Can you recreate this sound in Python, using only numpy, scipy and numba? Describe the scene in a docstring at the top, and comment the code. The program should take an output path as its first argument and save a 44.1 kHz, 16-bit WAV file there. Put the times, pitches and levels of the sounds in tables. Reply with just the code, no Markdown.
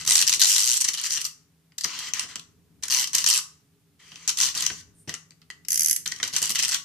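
"""In a small quiet room, a plastic wind-up car is pushed by hand on a table top close to a phone with two ports.
First the gear teeth rattle the hollow shell in bursts, and for a moment the spring runs free and clicks evenly.
Then wheels and fingers tap, faint squeaks and a high rustle pass and the table thuds, amid more gear bursts.
After taps that ring, the key's pawl snaps over its ratchet; a last group of bursts follows. Contacts are short
noise bursts through resonant modes; the room rings briefly over steady low rumble, hiss and faint tones."""
import sys
import numpy as np
from scipy import signal
from scipy.fft import rfft, irfft
from scipy.io import wavfile
from scipy.ndimage import uniform_filter1d
from numba import njit

SR = 44100
rng = np.random.default_rng(int(sys.argv[2]) if len(sys.argv) > 2 else 0)


def dump(signal):
    """Clip the signal to [-1, 1] and save it as 16-bit WAV at the path in sys.argv[1]."""
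    limited = np.clip(np.atleast_2d(signal).T, -1, 1)
    pcm = np.round(limited * 32767).astype(np.int16)
    wavfile.write(sys.argv[1], SR, pcm)


N = 301644

# Single gear teeth, loud to faint, each at its own time: [t/s, relative level/dB]
SINGLE_TEETH = [(0.0507, -23), (0.075, -11), (0.098, -10), (0.1077, -7.5), (0.119, -7.5), (0.155, -8),
                (0.179, -9), (0.191, -10.5), (0.214, -8), (0.224, -7), (0.294, -9), (0.3194, -12.5),
                (0.3263, -10), (0.3365, -11), (0.416, -5.5), (0.424, -7.5), (0.435, -9.5), (0.4448, -8.5),
                (0.455, -12), (0.5814, -9.5), (0.563, -9.5), (0.76, -14.5), (1.0138, -18), (1.1067, -15),
                (1.7833, -20.5), (1.8094, -23.5), (1.9894, -19.5), (2.1947, -14.5), (2.883, -19),
                (3.0416, -18), (3.073, -20), (3.132, -18), (3.1475, -10), (3.182, -10.5), (3.2416, -12),
                (3.263, -7), (3.2739, -10.5), (3.3096, -8.5), (3.328, -12.5), (3.387, -17), (4.292, -9.5),
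                (4.387, -11.5), (4.401, -11), (4.433, -8), (4.5502, -18.5), (4.576, -17), (4.622, -12.5),
                (4.6647, -13.5), (6.076, -21.5), (6.1614, -30.5), (6.1861, -34), (6.2769, -18.5),
                (6.3644, -8), (6.384, -19), (6.4486, -21), (6.5037, -12.5), (6.626, -13), (6.6489, -12)]
# Wheels and fingers tapping: [t/s, relative level/dB, low body gain/dB]
TAPS = [(1.7207, -55, 20), (1.8462, -17, 10), (2.136, -16.5, 3.5), (2.3566, -24, 11.5), (2.395, -33, 3),
        (2.835, -19, 3), (3.152, -11.5, -10), (4.1186, -38, 18), (4.1578, -35.5, 9), (4.6063, -19, -3),
        (4.7007, -25, 18), (5.0932, -22, 6.5), (5.14, -22.5, 5.5), (5.307, -42.5, 15), (5.417, -47.5, 16.5),
        (5.502, -30, 5), (5.6495, -39, 4), (6.0609, -19, 7), (6.1204, -21, 5), (6.2003, -27.5, 17.5),
        (6.2295, -14.5, 8.5), (6.745, -13, 1)]
# Mode clusters of the hollow shell: [mean f/Hz, width of one filter pass/Hz, relative level/dB]
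SHELL_MODES = [(832, 420, -34), (1163, 340, -24), (1513, 210, -25), (1915, 380, -16), (2290, 670, -18.5),
               (2971, 660, -10), (4060, 1300, -8.5), (4727, 1100, -6), (5908, 1510, 0), (7230, 1300, -4.5),
               (7970, 3500, -4), (10770, 6100, -11.5), (13100, 4400, -15)]

COAST_S, COAST_DB = 0.035, -20  # the wheels drag on after the last tooth, fading by this much


def undb(db):
    """Turn dB into an amplitude factor."""
    return 10 ** (np.asarray(db) / 20)


def level(x, db):
    """Scale a signal to an rms level in dB."""
    return x * undb(db) / np.sqrt(np.mean(x ** 2))


def on_log(table, hz):
    """Read a (Hz, value) table on a log-frequency axis."""
    f, value = np.transpose(table)
    return np.interp(np.log(hz), np.log(f), value)


def band(x, hz, width):
    """Resonant band-pass, gain 1 at the centre."""
    return signal.lfilter(*signal.iirpeak(hz, hz / width, fs=SR), x + 1e-18)


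def walk(rate):
    """Random levels held 1 / rate s and slewed twice; spread near 1."""
    hold = int(SR / rate)
    steps = np.repeat(rng.standard_normal(N // hold + 1), hold)
    return 1.3 * uniform_filter1d(uniform_filter1d(steps, hold), hold)[:N]


def smear(power, rise_s, fall_s):
    """Give each impulse of power a fast rise and an exponential fall; tail gain not normalized."""
    rise, fall = np.exp(-1 / (SR * rise_s)), np.exp(-1 / (SR * fall_s))
    return signal.lfilter([1 - rise], np.convolve([1, -rise], [1, -fall]), power)


def rebounds(at, db, count, within_s, drop_db):
    """A loose part bounces a few times around the main blow, weaker the further from it."""
    late = 1.3 * rng.random((len(at), count)) - 0.3  # some slip a little early
    late[:, 0] = 0  # the main blow itself
    gap = np.diff(at, append=np.inf)[:, None]
    drop_db = drop_db * (1 + np.exp(-(gap / 0.013) ** 4))  # little time to bounce in a fast run
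    times = at[:, None] + within_s * late
    levels = db[:, None] - drop_db * np.sqrt(np.abs(late))
    return times.ravel(), levels.ravel()


def gears(spread_db, uneven, per_s=None, coast_s=0):
    """Uneven small contacts while the car moves: moments, levels, low body gain."""
    # Bursts of the gear train and slides of the wheels: [start t/s, length/s, contacts per s,
    # relative level/dB, level change by the end/dB, low body gain/dB]
    bursts = [(0, 0.035, 91, -27.5, -6, 5), (0.063, 0.16, 187, -20, 4.5, -3.5),
              (.268, 0.035, 157, -17, 0.5, -9.5), (0.326, 0.023, 170, -20.5, 4, -4),
              (0.395, 0.083, 164, -18.5, -1, -11.5), (0.478, 0.28, 250, -23, -11, -13.5),
              (0.747, 0.034, 174, -21.5, -0.5, -8.5), (0.804, 0.016, 261, -20.5, -2, -8.5),
              (0.843, 0.015, 250, -15, -17, -1.5), (0.878, 0.018, 218, -17.5, -8.5, -4),
              (0.934, 0.021, 130, -21, -9, -5.5), (0.974, 0.029, 140, -21.5, -8, 1.5),
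              (1.031, 0.042, 166, -22.5, 1.5, -1.5), (1.099, 0.065, 154, -24.5, -3.5, -6),
              (1.166, 0.022, 160, -19.5, -12, 3), (1.203, .012, 170, -26, 2, -5.5),
              (1.243, 0.035, 140, -23, -14, -6), (1.836, 0.03, 132, -22.5, -10, -0.5),
              (1.867, 0.22, 300, -35.5, 5, 13), (2.143, 0.094, 440, -31, -1, 11),
              (2.284, 0.067, 250, -36.5, -8.5, 14.5), (2.825, 0.031, 136, -27, -3, 5),
              (2.9, 0.13, 126, -17.5, -3, -3), (3.14, 0.018, 210, -17.5, -1, 3),
              (3.172, 0.055, 156, -21, -6, 1.5), (3.26, 0.027, 153, -11, -4, -9.5),
              (3.292, 0.094, 132, -14, -5.5, -7), (3.992, 0.28, 200, -50.5, 6, 15.5),
              (4.277, .035, 120, -12.5, -17.5, -2.5), (4.372, 0.12, 132, -17, -4.5, -0.5),
              (4.543, .13, 123, -24.5, 0.5, 4.5), (4.712, 0.1, 310, -41, -6, -1),
              (5.075, 0.079, 210, -34.5, -13.5, 10.5), (6.061, 0.17, 150, -42, -5.5, 13),
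              (6.228, 0.066, 108, -21.5, -19, 7.5), (6.328, 0.055, 155, -23, 1, 3.5),
              (6.418, 0.063, 103, -15.5, -10.5, -4), (6.494, 0.029, 126, -15.5, -14, -8),
              (6.549, 0.02, 153, -16.5, -9, 2.5), (6.584, 0.024, 160, -16, -5, -1),
              (6.62, 0.038, 151, -14.5, -11, -1), (6.681, 0.019, 133, -17, -4, -4.5),
              (6.712, 0.054, 149, -17.5, -7.5, -1)]
    swell_s, swell_db = 0.006, -5  # a burst starts this much softer and needs up to this long to bite
    soften = 0.44  # dB of low body gained per dB that a burst weakens
    rows = []
    for start, length, teeth_per_s, db, change_db, body_db in bursts:
        rate = per_s or teeth_per_s
        u = rng.random((1000, 2))[:int(rate * (length + coast_s)) + 1]
        since = (np.arange(len(u)) + uneven * (u[:, 0] - u[0, 0])) / rate
        fade_db = np.interp(since, [0, min(swell_s, length / 2), length, length + COAST_S],
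                            [swell_db, 0, change_db, change_db + COAST_DB])
        contact_db = db + fade_db - spread_db * np.log(1 - u[:, 1])
        rows.append([start + since, contact_db, body_db - soften * np.minimum(fade_db, 6)])
    return np.hstack(rows)


@njit
def sway(x, g, k):
    """Band-pass applied twice, whose centre may move from sample to sample."""
    y = x.copy()
    for _ in range(2):
        b, l = 0., 0.  # band and low-pass states
        for i in range(len(y)):
            v = (b + g[i] * (y[i] - l)) / (1 + g[i] * (g[i] + k))
            b, l, y[i] = 2 * v - b, l + 2 * g[i] * v, k * v
    return y


def strike(at, db, body_db, modes, rise_s, fall_s, scatter_db, loose=1):
    """Each contact is a quick buzz of tiny bounces; it shakes every cluster of modes with its own strength."""
    # Balance of the phone's two ports: [f/Hz, left minus right level/dB]
    port_balance = [(700, 4.5), (2000, 0), (4400, 3.5), (6500, 6.5), (9000, -12.5), (14000, -10)]
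    body_hz = 2570  # upper corner of the low body
    crack_db = -8.5  # first clean blow of a contact against its buzz
    drift = 0.037  # scale of the modes' wander, as a share, as the car is turned and held
    left_right = np.array([[1], [-1]])
    chance = rng.standard_normal((len(at), len(modes)))
    facing = rng.standard_normal(len(at))
    spot = np.clip((at * SR).astype(int), 0, N - 1)
    heard = slice(spot.min(), min(spot.max() + SR // 10, N))  # silent before and soon after
    t = np.arange(N)[heard] / SR
    out = np.zeros((2, N))
    for k, ((hz, width, mode_db), own) in enumerate(zip(modes, chance.T)):
        # a softer contact favours the body and loses the top
        low = 1 / (1 + (hz / body_hz) ** 4) / (1 + (900 / hz) ** 2)
        dull = 0.5 / (1 + (7000 / hz) ** 4)
        # fingers and table damp each cluster differently as the car turns
        grip_db = 3 * loose * np.interp(12 * at, np.arange(100), rng.standard_normal(100))
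        size = undb(db + grip_db + mode_db + (low - dull) * body_db + scatter_db * own)

        power = np.bincount(spot, size ** 2, N)[heard]
        mode_fall_s = fall_s * (hz / 6000) ** -0.4  # the treble dies first
        power = smear(power + 1e-24, rise_s, mode_fall_s)
        mid, side = np.sqrt(np.abs(power) * SR / width) * rng.standard_normal((2, len(power)))

        fall = np.exp(-1 / (SR * mode_fall_s))
        crack = (-1) ** k * undb(crack_db) * size * np.sqrt(SR / width / (1 - fall))
        mid = mid + np.bincount(spot, crack, N)[heard]
        side = side + np.bincount(spot, crack * facing, N)[heard]

        # the two ports hear the treble from different sides
        alike = 1 / (1 + (hz / 3500) ** 4.0)
        both = np.sqrt(1 + alike) * mid + np.sqrt(1 - alike) * side * left_right
        wander = np.interp(15 * t, np.arange(120), rng.standard_normal(120))
        g = np.tan(np.pi * hz * (1 + drift * loose * wander) / SR)
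        ringing = np.array([sway(x, g, width / hz) for x in both])
        out[:, heard] += ringing * undb(on_log(port_balance, hz) / 2 * left_right)
    return out * undb(-9.0)


def air():
    """Low rumble of the building and the microphone's hiss, with a faint hum and a thin high tone."""
    # Noise spectrum of room and microphone: [f/Hz, relative density/dB]
    noise_spectrum = [(25, -22.5), (43, -40), (75, -5), (131, -10.5), (167, -3.5), (202, -17.5), (286, -12),
                      (363, -27.5), (404, -12.5), (488, -29.5), (700, -31), (15000, -36.5)]
    # Hum and high tone, as narrow noise: [f/Hz, width/Hz, rms level ahead of the phone/dB]
    tones = [(162, 6, -67), (9320, 12, -86.5)]
    hz = np.maximum(np.fft.rfftfreq(N, 1 / SR), 10)
    alike = 1 / (1 + hz / 1200) * hz / (hz + 15)  # likeness of the two ports
    mid, side = rfft(rng.standard_normal((2, N))) * undb(on_log(noise_spectrum, hz))
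    both = np.array([np.sqrt(1 + alike) * mid + k * np.sqrt(1 - alike) * side for k in (1, -1)])
    bass = irfft(both / (1 + (hz / 500) ** 2), N)
    flicker = undb(2.8 * walk(2.5)) - 1  # the bass level wanders
    out = level(irfft(both, N) + bass * flicker, -59.5)
    return out + sum(level(band(rng.standard_normal(N), f, width), db) for f, width, db in tones)


def room(dry):
    """Dense reflections that build up within a few ms and fade band by band."""
    # Decay of the small room: [f/Hz, time to fade 60 dB/s, relative level/dB]
    decay_bands = [(1050, 0.41, -16.5), (3100, 0.19, -12.5), (6200, 0.34, -16.5), (11100, 0.22, -11.5)]
    t = np.arange(SR // 2) / SR
    rise = 1 - np.exp(-t / 0.0008)
    tail = 0
    for hz, t60, db in decay_bands:
        noise = band(rng.standard_normal((2, len(t))), hz, 0.54 * hz)
        tail = tail + level(noise * undb(-60 * t / t60) * rise, db)
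    return signal.fftconvolve(dry, tail / np.sqrt(len(t)), axes=1)[:, :N]


def thuds():
    """The table top answers taps, drops and rolling wheels with a short dull rumble."""
    # Wheels dropping onto the table: [t/s, relative level/dB]
    drops = [(0.082, -48), (0.224, -52.5), (0.364, -56), (.842, -60), (0.882, -55), (4.431, -60),
             (6.333, -51), (6.414, -47.5), (6.494, -48.5)]
    # Modes of the table top: [f/Hz, width of one filter pass/Hz, relative level/dB]
    table_modes = [(172, 313, 1), (420.6, 41, -3), (694, 74, -4)]
    thud_db, per_db, per_body_db = -45, 1.18, 1.46  # the thud grows with the tap and with its softness
    roll_db = -45  # rumble under the moving wheels
    tap_at, tap_db, tap_body_db = np.transpose(TAPS)
    drop_at, drop_db = np.transpose(drops)
    roll_at, contact_db, soft_db = gears(spread_db=3., uneven=1., per_s=60.)
    at = np.concatenate([tap_at, drop_at, roll_at])
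    db = np.concatenate([thud_db + per_db * tap_db + per_body_db * tap_body_db, drop_db,
                         roll_db + per_db * contact_db + per_body_db * soft_db])
    power = smear(np.bincount((at * SR).astype(int), undb(2 * db), N), 0.0023, 0.013)
    noise = rng.standard_normal(N) + 0.48 * rng.standard_normal((2, N))  # mostly common to both ports
    shake = np.sqrt(np.abs(power)) * noise
    return 14 * sum(undb(db) * band(band(shake, hz, width), hz, width) for hz, width, db in table_modes)


def squeaks_and_rustle():
    """Stick and slip, and last a rustle, are fluttering noise in one narrow resonance each, swelling and fading."""
    # Faint squeaks while sliding, and last a high rustle: [start t/s, length/s, f/Hz, relative level/dB]
    faint_sounds = [(1.913, 0.057, 4864, -42.5), (2.02, 0.083, 4900, -44.5), (4.045, 0.21, 4695, -63),
                    (4.936, 0.14, 9000, -59)]
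    t = np.arange(N) / SR
    flutter = rng.standard_normal(N) * undb(3.3 * walk(60))
    out = 0
    for at, length, hz, db in faint_sounds:
        swell = np.sin(np.pi * np.clip((t - at) / length, 0, 1))
        out = out + level(band(flutter, hz, 0.06 * hz), db) * swell
    return out


def pings():
    """Held in the air, the shell rings on one low mode when a finger taps it."""
    # Taps that ring: [t/s, relative level/dB, f/Hz]
    ringing_taps = [(5.0932, -27, 1927), (5.5024, -26.5, 1956)]
    t60_s = 0.034
    t = np.arange(N) / SR
    out = 0
    for at, db, hz in ringing_taps:
        fade = undb(db - 60 * np.abs(t - at) / t60_s)
        out = out + fade * np.sin(2 * np.pi * hz * (t - at)) * (t > at)
    return out


def pawl():
    """The winding key's pawl snaps into the next tooth and the spring box buzzes."""
    # Snaps of the pawl: [t/s, relative level/dB]
    snaps = [(5.684, -8.5), (5.7048, -8.5), (5.7188, -8.5), (5.7295, -7.5), (5.7427, -8), (5.757, -8),
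             (5.7753, -6.5), (5.7942, -8), (5.8069, -6.5), (5.8193, -7.5), (5.8322, -9.5), (5.846, -9),
             (5.8601, -5), (5.8722, -11), (5.8835, -7.5), (5.8964, -7), (5.9104, -4.5), (5.9289, -9),
             (5.9622, -7.5)]
    # Mode clusters of the spring box: [f/Hz, width of one filter pass/Hz, relative level/dB]
    box_modes = [(1965, 700, -27), (2970, 1100, -27), (5130, 1270, -13), (6170, 880, -6.5),
                 (7170, 1100, -12), (7850, 1500, -11.5), (9250, 1200, -17.5), (11100, 2500, -4.5),
                 (13900, 2100, -13)]
    at, db = np.transpose(snaps)
    # gripped firmly, so nothing wanders
    return strike(at, db, 0, box_modes, rise_s=0.0003, fall_s=0.0014, scatter_db=1., loose=0)


def free_run():
    """The spring runs free: one crisp click each time the gear has turned by a whole tooth."""
    # Speed of the gear: [t/s, teeth per s]
    gear_speed = [(.487, 101), (.545, 97), (0.576, 82), (.61, 100), (.67, 126), (.742, 118)]
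    t, per_s = np.transpose(gear_speed)
    fine = np.arange(t[0], t[-1], 1 / SR)
    turned = np.cumsum(np.interp(fine, t, per_s)) / SR
    at = np.interp(np.arange(int(turned[-1]) + 1), turned, fine)
    db = -13.5 + 1.5 * rng.standard_normal(100)[:len(at)]
    return strike(at, db, -7.0, SHELL_MODES, rise_s=0.0002, fall_s=0.00083, scatter_db=0.0)


def taps():
    """Wheels and fingers tap the shell, and loose parts bounce around each tap."""
    at, db, body_db = np.transpose(TAPS)
    at, db = rebounds(at, db, count=3, within_s=0.013, drop_db=13.0)
    return strike(at, db, np.repeat(body_db, 3), SHELL_MODES, rise_s=0.00016, fall_s=0.00096, scatter_db=3.5)


def wheel_drag():
    """Dense small contacts of the dragging wheels scrape the shell and coast on after each burst."""
    at, db, body_db = gears(spread_db=1., uneven=1., per_s=900., coast_s=COAST_S)
    db = db - 15 + 0.32 * body_db  # softer motion scrapes more
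    return strike(at, db, body_db, SHELL_MODES, rise_s=0.00071, fall_s=0.0015, scatter_db=4.0)


def small_teeth():
    """The run of small gear teeth shakes the hollow shell at the tooth rate of each burst."""
    at, db, body_db = gears(spread_db=1., uneven=0.35)
    to_single = np.min(np.abs(at[:, None] - np.transpose(SINGLE_TEETH)[0]), axis=1)
    db = db - 20 * (to_single < 0.007)  # small teeth stay quiet within 7 ms of a singly timed tooth
    return strike(at, db - 0.4 * body_db, body_db, SHELL_MODES, rise_s=0.0004, fall_s=0.0013, scatter_db=3.)


def single_teeth():
    """Single gear teeth, loud to faint, slip at their own times and loose parts bounce around each blow."""
    at, db = rebounds(*np.transpose(SINGLE_TEETH), count=4, within_s=0.01, drop_db=13.5)
    return strike(at, db - 2.5, -2.5, SHELL_MODES, rise_s=0.0004, fall_s=0.0011, scatter_db=2.)


def scene():
    """The car, too small to send out bass, close by on the table in the room."""
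    car = squeaks_and_rustle() + pings() + pawl() + free_run()
    car = car + taps() + wheel_drag() + small_teeth() + single_teeth()
    car = signal.sosfilt(signal.butter(2, 500, "high", fs=SR, output="sos"), car)
    return air() + room(car) + thuds() + car


def record(dry):
    """The phone rounds the loudest peaks and cuts the top above 14.8 kHz."""
    rounded = np.tanh(0.61 * dry) / 0.65
    return signal.sosfilt(signal.ellip(8, 0.2, 70, 14800, fs=SR, output="sos"), rounded)


dry = scene()
out = record(dry)
dump(out)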